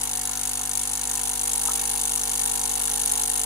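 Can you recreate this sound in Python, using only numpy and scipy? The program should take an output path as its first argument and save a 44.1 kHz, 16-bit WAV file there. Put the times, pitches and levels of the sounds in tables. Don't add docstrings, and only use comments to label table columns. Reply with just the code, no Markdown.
import sys
import numpy as np
from scipy import signal
from scipy.io import wavfile
from scipy.ndimage import uniform_filter1d

SR = 44100
rng = np.random.default_rng(int(sys.argv[2]) if len(sys.argv) > 2 else 0)


def persist_wave(psi):
    counts = np.round(np.clip(psi, -1, 1) * 32767).astype(np.int16)
    wavfile.write(sys.argv[1], SR, np.atleast_2d(counts).T)


def voltage_ratio(decibels):
    exponent = np.asarray(decibels, float) / 20
    return 10 ** exponent


N = 152145

# t/s, pressure/0-1
PRESSURE = [(0, 0.18), (.4, 0.01), (.8, .1), (1.15, 0.43), (1.4, 0.44), (1.5, 0.79), (2.0, 0.79),
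            (2.25, 0.75), (2.6, 0.74), (3.0, 0.93), (3.45, 0.82)]
# order/stroke rate, level/dB rms, left-right/dB, left lead/rad, gain with pressure/dB
HUM_ORDERS = [(1, -46, 0, -0.0, 2), (2, -59, 0, -0.1, -2), (3, -56, 0, -0.2, -2), (4, -63, 3, -0.4, 2),
              (5, -50, -1, 0.1, 0), (6, -61, 4, -0.0, -1), (7, -65, -2, -0.3, 6), (8, -60, -2, -0.7, 4),
              (9, -52, 1, -0.0, 8), (10, -53, -19, -2.9, 6), (11, -66, 4, 1.2, 0), (12, -64, -7, -2.6, 2),
              (13, -61, 0, 1.3, 11), (14, -59, 6, 1.3, -1), (15, -48, -6, 0.2, 1), (16, -47, -15, -1.0, 7),
              (17, -51, -8, 1.2, 9), (18, -58, 7, 0.6, 1), (19, -53, -4, -0.1, 2), (20, -61, -2, 0.2, 3),
              (21, -56, -2, 1.4, 5), (22, -62, 0, -0.2, 6)]
# f/Hz, level/dB per Hz
WASH_COLOUR = [(25, -3), (200, -4.5), (600, -6), (800, 2), (2500, 2.5), (6000, -4.5), (11000, 1),
               (15800, -21)]
# f/Hz, likeness/0-1
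WASH_LIKENESS = [(60, 0.8), (180, 0.77), (550, 1), (1650, 0.5), (4970, 0.66), (15000, 0.09)]
# f/Hz, width/Hz, level/dB rms
FIZZ_BAND = (13000, 6300, -65)
# f/Hz, width/Hz, level/dB rms, left-right/dB
AIR_SPACES = [(458, 38, -62, 8), (847, 81, -53, -7), (962, 108, -52.5, 1.5), (1395, 127, -59, -5),
              (1780, 130, -54.5, -4), (2180, 150, -62, -2)]
# f/Hz, width/Hz, strike/dB, snap/dB, chatter/dB, left-right/dB
PUMP_PARTS = [(3176, 1230, -35, -12, -16, 2.5), (4070, 1300, -16, -12, -16, -1.5),
              (6423, 745, -7.5, -16, -14, 5), (8230, 1340, -7, -25, -11.5, 7.5),
              (9740, 950, -14, 7.5, -16.5, 1), (10316, 183, 1, 11.5, -4.5, 13.5),
              (10650, 1530, -27, -12, -12, -5), (14400, 1700, -21, -30, -20, 1),
              (15560, 1500, -32, -31, -25, 13), (7470, 320, -21, -18, -13, -9)]
# f/Hz, width/Hz, level/dB
BRIGHT_PEAKS = [(6230, 110, -15), (6750, 200, -14), (7570, 140, -16), (8070, 110, -19), (8540, 170, -13),
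                (9470, 100, -14), (9810, 96, -12), (10220, 130, -7)]
# delay/s, left/dB, right/dB
REBOUNDS = [
    (.0022, -8, -4),
    (.0045, -16, -14),
]
# f/Hz, width/Hz, level/dB, left-right/dB
BODY_MODES = [(1412, 78, -5.5, -1.5), (1870, 170, -7, 3.5), (2181, 89, -6.5, -8), (2770, 48, -4, 10),
              (3243, 57, -8.5, -7), (3550, 110, -5, 3), (4380, 96, -4.5, 6)]
# t/s, peak level/dB, pitch/factor
DROPS = [
    (1.107, -39, 1.1),
    (1.6849, -28.5, 0.983),
    (1.6881, -30, 1.0),
    (1.704, -33, 1.03),
    (2.88, -37, 1.3),
]
# f/Hz, level/dB, T60/s
CAN_MODES = [(1045, .5, .035), (1285, 0.1, .045)]
# f/Hz, width/Hz, depth/0-1
BAND_DIPS = [(1980, 110, .5), (2460, 150, .6), (3180, 100, .55), (3470, 110, .65), (3880, 80, .4),
             (4140, 100, .6)]

STROKE_HZ, FIRST_STRIKE_S = 49.98, .01305
LEAD_S = .003
BURST_S, JITTER_S, SNAP_DELAY_S = .00028, .00013, .0058
FIRM = .65
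SHARED = .5
STROKE_SPREAD_DB, PART_SPREAD_DB = .8, 2.0


def evened(x):
    return x / np.sqrt(np.mean(x ** 2) + 1e-20)


def read(points, hz):
    f, value = np.transpose(points)
    return np.interp(np.log(hz + 1), np.log(f + 1), value)


def resonate(x, hz, width):
    return signal.lfilter(*signal.iirpeak(min(hz, .49 * SR), hz / max(width, 5), SR), x)


def resonate_twice(x, hz, width):
    return resonate(resonate(x, hz, width), hz, width)


def sides(db):
    gains = voltage_ratio(np.array([[db / 2], [-db / 2]]))
    return gains / np.sqrt(np.mean(gains ** 2))


def slow(size, count):
    noise = rng.standard_normal((count, N))
    return evened(uniform_filter1d(uniform_filter1d(noise, size), size))


def clock():
    t = np.arange(N) / SR
    pressure = np.clip(np.interp(t, *np.transpose(PRESSURE)), 0, 1.2)
    turns = (t - FIRST_STRIKE_S + LEAD_S) * STROKE_HZ + 1
    return t, pressure, turns.astype(int), turns % 1 / STROKE_HZ - LEAD_S


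def hum():
    t, pressure = clock()[:2]
    out = np.zeros((2, N))
    drift, shake = slow(size=9000, count=3), slow(size=500, count=6)
    push_s, waver_db, stroke_spread = .008, 1.3, .11
    for k, db, pan_db, lead, gain_db in HUM_ORDERS:
        order = int(round(k))
        lane = order % 3
        loose = min(k / 14, 1) ** 2
        phase = 2 * np.pi * (order * STROKE_HZ * (t - push_s) + 0.65 * rng.random())
        phase = phase + np.array([[lead / 2], [-lead / 2]])
        level_db = db - gain_db * (0.81 - pressure) + waver_db * loose * drift[lane]
        size = voltage_ratio(level_db) * np.sqrt(2)
        wobble = 1 + stroke_spread * loose * (shake[lane] + 1j * shake[3 + lane])
        out += sides(pan_db) * size * (wobble * np.exp(1j * phase)).real
    return out


def wash():
    frames, hz = N // 256 + 5, np.fft.rfftfreq(1024, 1 / SR)
    a, b, c, d, patches = rng.standard_normal((frames, 513, 5)).T
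    for axis in (0, 1):
        patches = uniform_filter1d(patches, size=8, axis=axis)
    same = np.clip(read(WASH_LIKENESS, hz), -1, 1)[:, None]
    left = a + 1j * b
    right = same * left + np.sqrt(1 - same ** 2) * (c + 1j * d)
    colour = voltage_ratio(read(WASH_COLOUR, hz)[:, None] + 2.2 * evened(patches))
    noise = signal.istft(np.array([left, right]) * colour, nperseg=1024, noverlap=768)[1]
    return voltage_ratio(-42.5) * evened(noise[:, :N])


def fizz():
    hz, width, db = FIZZ_BAND
    hiss = resonate_twice(rng.standard_normal((2, N)), hz, width)
    return voltage_ratio(db + 2.5 * clock()[1]) * evened(hiss)


def hollows():
    _, pressure, _, since = clock()
    out = np.zeros((2, N))
    for hz, width, db, pan_db in AIR_SPACES:
        a, b = rng.standard_normal((2, N))
        lag_s = .004 + 0.01 * (hz < 1200)
        beat = 1 + .5 * np.cos(2 * np.pi * STROKE_HZ * (since - lag_s))
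        gurgle = resonate_twice(np.array([a, 0.79 * a + 0.99 * b]) * beat, hz, 2.0 * width)
        swell = voltage_ratio(db + 2.0 * pressure + 1.2 * slow(size=2500, count=1))
        out += evened(gurgle) * sides(pan_db) * swell
    return out


def bouncing_hit(u, noise):
    def pulse(u):
        age = np.maximum(u, 0) / BURST_S
        burst = age * np.exp(1 - age) * noise
        click = abs(u - BURST_S) * SR < .5
        return np.sqrt(1 - FIRM) * burst + np.sqrt(FIRM * 2 * BURST_S * SR) * click

    out = pulse(u)
    for delay, left_db, right_db in REBOUNDS:
        out = out + voltage_ratio(np.array([[left_db], [right_db]])) * pulse(u - delay)
    return out


def valve_chatter(pressure, since, luck, noise):
    rise = np.exp(np.minimum(since, 0) / .0008)
    fall = voltage_ratio(-2313 * np.maximum(since - .0055, 0))
    level = voltage_ratio(-14.5 + 4.5 * pressure + STROKE_SPREAD_DB * luck)
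    grit = np.exp(.5 * slow(size=12, count=1)[0])
    return (rise * fall + voltage_ratio(-12.5)) * level * grit * noise


def pump():
    _, pressure, stroke, since = clock()
    luck = rng.standard_normal((stroke[-1] + 1, 5 + 2 * len(PUMP_PARTS)))
    luck = np.clip(luck, -2.5, 1.5)[stroke].T
    noise = SHARED * rng.standard_normal(N) + np.sqrt(1 - SHARED ** 2) * rng.standard_normal((2, N))
    out = np.zeros((2, N))
    strike = bouncing_hit(since - JITTER_S * luck[0], noise)
    strike = strike * voltage_ratio(STROKE_SPREAD_DB * luck[2])
    snap = bouncing_hit(since - SNAP_DELAY_S - 2 * JITTER_S * luck[1], noise)
    snap = snap * voltage_ratio(9 * (pressure - 1.8) + 2 * STROKE_SPREAD_DB * luck[3])
    chatter = valve_chatter(pressure, since, luck[4], noise)
    for k, (hz, width, strike_db, snap_db, chatter_db, pan_db) in enumerate(PUMP_PARTS):
        strike_luck, snap_luck = PART_SPREAD_DB * luck[5 + 2 * k:7 + 2 * k]
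        spread = 1.2 if 5000 < hz < 11000 else .5
        drive = strike * voltage_ratio(strike_db + spread * strike_luck)
        drive = drive + snap * voltage_ratio(snap_db + snap_luck) + chatter * voltage_ratio(chatter_db)
        out += (-1) ** k * sides(pan_db) * resonate_twice(drive, hz, 1.58 * width)
    drive = strike + 0.56 * snap + 2 * chatter
    for hz, width, db in BRIGHT_PEAKS:
        out += sides(6.7) * voltage_ratio(db - 14.5) * resonate(drive, hz, width) * np.sqrt(800 / width)
    return voltage_ratio(-4) * out


def nearby(x):
    t = np.arange(3000) / SR
    scatter_t60_s, right_lag_s = .03, .00013
    taps = rng.standard_normal((2, 3000)) * voltage_ratio(-60 * t / scatter_t60_s) * np.minimum(t / 0.006, 1)
    taps *= voltage_ratio(-16) / np.linalg.norm(taps[0])
    taps[1, round(right_lag_s * SR)] += 1
    taps[0, 0] += 1
    return signal.fftconvolve(x, taps, axes=1)[:, :N]


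def body():
    _, _, stroke, since = clock()
    luck = rng.standard_normal((stroke[-1] + 1, len(BODY_MODES)))[stroke].T
    click = abs(since - .0006) * SR < .5
    out = np.zeros((2, N))
    for k, (hz, width, db, pan_db) in enumerate(BODY_MODES):
        ring = resonate(click * voltage_ratio(db + .5 * luck[k]), hz, width) * SR / (2 * np.pi * width)
        out += sides(pan_db) * np.array([ring, (-1) ** k * ring])
    return voltage_ratio(-36.5) * out


def drops():
    out, t = np.zeros(N), np.arange(4000) / SR
    attack = np.minimum(t / 0.00061, 1)
    for s, db, pitch in DROPS:
        at = round(s * SR)
        for hz, mode_db, t60 in CAN_MODES:
            fade = voltage_ratio(db + mode_db - 60 * t / t60)
            out[at:at + 4000] += fade * attack * np.sin(2 * np.pi * hz * pitch * t)
    return out * sides(1.5)


def scene():
    return hum() + wash() + fizz() + hollows() + nearby(pump()) + body() + drops()


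def roll_off(x):
    return signal.sosfilt(signal.butter(12, 16490, fs=SR, output="sos"), x)


def record(dry):
    for hz, width, depth in BAND_DIPS:
        dry = dry - min(depth, .9) * resonate(dry, hz, width)
    lowpass = signal.firwin(511, 15730, window=("kaiser", 9), fs=SR)
    dull = signal.oaconvolve(dry, lowpass[None], "same")
    return roll_off(dull)


dry = scene()
out = record(dry)
persist_wave(out)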